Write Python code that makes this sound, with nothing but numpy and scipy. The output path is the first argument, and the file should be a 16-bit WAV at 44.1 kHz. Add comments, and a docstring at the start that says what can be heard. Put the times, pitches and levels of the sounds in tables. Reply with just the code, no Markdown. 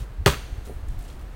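"""A sharp crack, a wooden knock and a faint ring of steel: a thrown knife bites into a backyard board.
The point breaks fibres, the board bends and rings, and ground, fence and shed echo the crack.
The thrower then steps through the grass, with a faint high ting and one far-off dove's coo.
Light wind rumbles on the microphone throughout, over a quiet hush of town and leaves."""
import sys
import numpy as np
from scipy import signal
from scipy.fft import rfft, irfft, next_fast_len
from scipy.io import wavfile
from scipy.ndimage import uniform_filter1d

SR = 44100
rng = np.random.default_rng(int(sys.argv[2]) if len(sys.argv) > 2 else 0)


def output_pcm(signal):
    """Save a mono or channel-first signal as 16-bit PCM at the path in sys.argv[1].

    Samples are clipped to [-1, 1] before scaling.
    """
    pcm = np.clip(np.atleast_2d(signal).T, -1, 1) * 32767
    wavfile.write(sys.argv[1], SR, np.round(pcm).astype(np.int16))


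N = 59535
T = np.arange(N) / SR
HIT_S = .2603  # the point enters the wood


def knife(bite_s=.0025, bite_rise_s=.00095, push_s=.0013):
    """The point cracks fibres; wood and blade ring once it pushes home. Returns (crack, ringing)."""
    # breaking fibres: t/s, level/dB
    fibres = [(.2605, -18), (.26155, -12.5), (.26205, -11), (.26255, -14.5)]
    # spectrum of the crack: f/Hz, level/dB
    crack_eq = [(150, -24), (500, -0.5), (900, -1.5), (1200, -8.5), (1600, 1), (2000, 0), (2400, 1.5),
                (3200, 0), (3900, -19.5), (4400, -3), (5500, -8.5), (6300, -5.5), (6900, -13), (7700, -13),
                (8600, -13.5), (10500, -21.5), (15500, -21)]
    # dense short ring of the wood: f/Hz, level/dB
    grain_eq = [(80, -7), (250, 3.5), (450, -3), (700, 2), (1000, -0.5), (1300, 3), (2000, -11),
                (3000, -3.5), (5000, -16.5), (8000, -16), (11000, -23.5), (15500, -20)]
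    # modes of the board: f/Hz, level/dB, t60/s
    board_modes = [(63, -3, 0.32), (125.8, -8.5, 0.31), (152.3, -4.5, .2), (193, -10, 0.14),
                   (261, -15, 0.266), (301, -11.5, .14), (400.3, 3, 0.093), (452, -7.5, 0.074),
                   (579.6, -9.5, 0.17), (787, -13.5, 0.15), (983, -16, 0.22), (1206, -9.5, 0.14),
                   (1277, -10.5, 0.19), (2458, -15, 0.21)]
    # modes of the steel blade: f/Hz, level/dB, t60/s
    blade_modes = [(2719, -52, 1.4), (4140, -51, 1.1), (4468, -50, .45), (4597, -50, .9), (6363, -54, 1.1),
                   (7421, -56, .9), (8667, -51, .6)]
    entering = rise(HIT_S, bite_rise_s) * (T < HIT_S + bite_s)
    push = rise(HIT_S + bite_rise_s, push_s)
    crack = colour(taps(fibres) + undb(-11) * noise() * entering, crack_eq)
    grain = undb(-11) * colour(noise() * push * fade(HIT_S, t60_s=.063), grain_eq)
    tones = push * (undb(-12.5) * ring(board_modes) + ring(blade_modes))
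    return crack, grain + board_flex() + board_knocks() + tones


def board_flex(start_hz=224.7, end_hz=70.4, glide_s=.0086, peak_s=.0091):
    """The whole board bends; the wave spreads highs first, so the thud falls in pitch."""
    age_s = np.maximum(T - HIT_S, 0)
    cycles = end_hz * age_s + (start_hz - end_hz) * glide_s * (1 - np.exp(-age_s / glide_s))
    swell = (age_s / peak_s * np.exp(1 - age_s / peak_s)) ** 3
    return -undb(-7.5) * swell * np.sin(2 * np.pi * cycles)


def board_knocks():
    """The struck board knocks against its support."""
    # contacts: t/s, level/dB
    knocks = [(.2655, -9.5), (.2703, -11.5), (.2832, -12)]
    # spectrum of a knock: f/Hz, level/dB
    knock_eq = [(60, -20), (120, -12), (230, -4), (400, -1.5), (600, -1), (900, -13), (1280, -3),
                (1600, -16), (2500, -34), (15000, -59)]
    return colour(taps(knocks), knock_eq)


def yard(crack, build_s=.012):
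    """Band-limited echoes of the crack; decaying noise for yard scatter and the wash from the trees."""
    # ground, fence and shed echoes: delay/s, level/dB, low edge/Hz, high edge/Hz
    reflections = [(.0035, -10, 930, 3000), (.0093, -8, 4000, 8000), (0.0149, -11, 2520, 13000),
                   (0.0195, -7.5, 400, 3470), (.0245, -12, 5330, 10000), (.040, -11.5, 2040, 5040),
                   (.074, -6, 970, 1250), (.082, -19, 900, 4000)]
    # scatter from the yard: f/Hz, level/dB
    scatter_eq = [(100, -2.5), (400, 5.5), (700, -2), (1200, 3.5), (2000, -4), (3000, -5.5), (4400, -6.5),
                  (5300, -12), (6400, -11.5), (8500, -13), (11000, -17.5), (15500, -16.5)]
    # late wash from the trees: f/Hz, level/dB
    trees_eq = [(300, 1.5), (1200, -2.5), (3000, 1), (4500, -2.5), (5000, -9.5), (6200, -2.5),
                (7500, -13.5), (9000, -9), (11000, -16), (15500, -19)]
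    echoes = 0
    for delay_s, db, low_hz, high_hz in reflections:
        band = signal.butter(1, [low_hz, high_hz], "bandpass", fs=SR, output="sos")
        echo = signal.sosfilt(band, crack)
        echoes += undb(db) * np.interp(T - round(delay_s * SR) / SR, T, echo, left=0)
    build = rise(HIT_S, build_s)
    scatter = undb(-18.5) * colour(gritty(spread_db=3) * build * fade(HIT_S, t60_s=.3), scatter_eq)
    wash = undb(-37.5) * colour(noise() * build * fade(HIT_S, t60_s=.9), trees_eq)
    return echoes + scatter + wash


def steps(attack_s=.011):
    """A foot lands in a few dull thumps; grass brushes the shoes and stalks snap."""
    # soft thumps of the feet: t/s, level/dB
    thumps = [(0.6799, -34.5), (0.696, -28), (0.7031, -35.5), (0.7152, -35), (.7188, -40)]
    # spectrum of a thump: f/Hz, level/dB
    thump_eq = [(60, -3), (200, 1), (400, 8), (750, -1), (1100, -35), (3000, -40), (15000, -54)]
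    # rustles of grass and clothes: t/s, fall time/s, level/dB, tilt/(dB/octave)
    swishes = [(-.012, 0.063, -49, 0), (0.645, 0.048, -50, 3), (0.678, 0.16, -58, 7),
               (0.871, 0.15, -59, 0.5), (0.979, 0.088, -54.5, 2), (1.033, 0.053, -54, 0),
               (1.071, 0.11, -54, -0.5), (1.198, 0.037, -59.5, -5), (1.204, 0.029, -58, 3)]
    # spectrum of a rustle: f/Hz, level/dB
    grass_eq = [(800, -12), (3000, 7.5), (6000, 2), (9500, 2), (11000, -1.5), (15500, -6)]
    # dry stalks snapping: t/s, level/dB, f/Hz
    snaps = [(.886, -47.5, 7900), (0.99, -49, 12500), (1.027, -48, 8950), (1.047, -60, 5600),
             (1.086, -52, 4500), (1.101, -45.5, 3230), (1.194, -47, 2290)]
    settling = undb(-12) * noise() * sum(undb(db) * fade(t_s, t60_s=.073) for t_s, db in thumps)
    out = colour(taps(thumps) + settling, thump_eq)
    for t_s, fall_s, db, tilt_db_oct in swishes:
        envelope = rise(t_s, attack_s) * (1 - rise(t_s + attack_s, fall_s))
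        out += undb(db) * colour(envelope * gritty(spread_db=3.5), grass_eq, tilt_db_oct)
    for t_s, db, hz in snaps:
        snap_eq = [(hz / 2, -20), (hz, 0), (hz * 2, -20)]
        out += undb(db) * colour(noise() * fade(t_s, t60_s=.019), snap_eq)
    return out


def ting(start_s=.675, hz=9500):
    """A thin high tone that dies away during the step."""
    return undb(-56.5) * np.sin(2 * np.pi * hz * T) * fade(start_s, t60_s=.33)


def dove(start_s=.92, length_s=.17, start_hz=757, sag_hz_per_s=480):
    """A distant dove coos one soft falling note."""
    age_s = np.clip(T - start_s, 0, length_s)
    cycles = start_hz * age_s - sag_hz_per_s * age_s ** 2 / 2
    return undb(-53.5) * np.sin(np.pi * age_s / length_s) * np.sin(2 * np.pi * cycles)


def wind(floor_db=-36.5):
    """Low turbulence on the microphone swells in short buffets."""
    # buffets: peak t/s, width/s, level/dB
    gusts = [(0.024, 0.044, -26), (0.206, 0.066, -24), (.445, 0.023, -30), (0.529, 0.022, -23.5),
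             (0.585, 0.026, -28), (0.766, .04, -30), (0.836, 0.032, -28.5), (0.898, 0.083, -24.5),
             (0.987, 0.069, -27), (1.239, 0.03, -32)]
    # spectrum of the turbulence: f/Hz, level/dB
    wind_eq = [(12, -11.5), (25, -2.5), (45, 2), (65, -2.5), (90, -15.5), (125, -15), (170, -34.5),
               (400, -42.5), (15000, -100)]
    swirl = signal.hilbert(np.roll(colour(noise(), wind_eq), N // 2))
    running_rms = np.sqrt(uniform_filter1d(abs(swirl) ** 2, size=1000) / 2)
    buffets = sum(undb(db) * np.exp(-8 * ((T - t_s) / width_s) ** 2) for t_s, width_s, db in gusts)
    return swirl.real / running_rms * np.hypot(undb(floor_db), buffets)


def hush():
    """Distant town and leaves: soft noise that drifts in level."""
    # spectrum of the hush: f/Hz, level/dB
    hush_eq = [(100, 6), (200, 3), (400, -0.5), (800, -5.5), (1600, -9), (3000, -17.5), (4300, -20),
               (5200, -24.5), (9500, -26), (10500, -29.5), (15500, -28)]
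    # level contour: t/s, level/dB
    contour = [(0, -46), (.2, -49), (.6, -45.5), (.85, -47.5), (1.2, -46.5), (1.35, -47)]
    times_s, levels_db = np.array(contour).T
    return colour(noise(), hush_eq) * undb(np.interp(T, times_s, levels_db))


def undb(db):
    """Decibels to gain."""
    return 10 ** (np.asarray(db) / 20)


def colour(x, eq, tilt_db_oct=0):
    """Filter shaped by (f/Hz, level/dB) points and a tilt, scaled to unit power gain."""
    size = 2 * next_fast_len(N)
    octave = np.log2(np.maximum(np.arange(size // 2 + 1) * SR / size, 1))
    hz, db = np.array(eq, float).T
    gain = undb(np.interp(octave, np.log2(hz), db) + tilt_db_oct * octave)
    cepstrum = irfft(np.log(gain / np.sqrt(np.mean(gain ** 2))))
    cepstrum[1:size // 2] *= 2  # fold to minimum phase: no pre-ring
    cepstrum[size // 2 + 1:] = 0
    return irfft(rfft(x, size) * np.exp(rfft(cepstrum)))[:N]


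def noise():
    """White noise, unit RMS."""
    return rng.standard_normal(N)


def gritty(spread_db):
    """Unit-RMS noise in 32-sample grains of uneven level."""
    grains = noise() * undb(spread_db * np.repeat(noise(), 32)[:N])
    return grains / grains.std()


def fade(start_s, t60_s):
    """Sudden start, exponential decay."""
    return (T >= start_s) * np.exp(-np.log(1000) * np.maximum(T - start_s, 0) / t60_s)


def rise(start_s, length_s):
    """Linear ramp from 0 to 1."""
    return np.clip((T - start_s) / length_s, 0, 1)


def ring(modes):
    """Decaying sine modes set off by the blow."""
    return sum(undb(db) * np.sin(2 * np.pi * hz * (T - HIT_S)) * fade(HIT_S, t60_s)
               for hz, db, t60_s in modes)


def taps(rows):
    """One impulse per (t/s, level/dB) row, with the energy of 1 ms at that level."""
    return sum(undb(db) * np.sqrt(SR / 1000) * np.sinc((T - t_s) * SR) for t_s, db in rows)


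def scene():
    """Mono mix of the blow, its echoes, the steps and the background."""
    crack, ringing = knife()
    return (crack + ringing + yard(crack) + steps() + ting() + dove() + wind() + hush())[None]


def record(dry):
    """The recorder rounds the loudest peaks and cuts the top."""
    top_hz = 15900
    lowpass = signal.ellip(10, .2, 80, top_hz, fs=SR, output="sos")
    return signal.sosfilt(lowpass, np.tanh(dry))


dry = scene()
out = record(dry)
output_pcm(out)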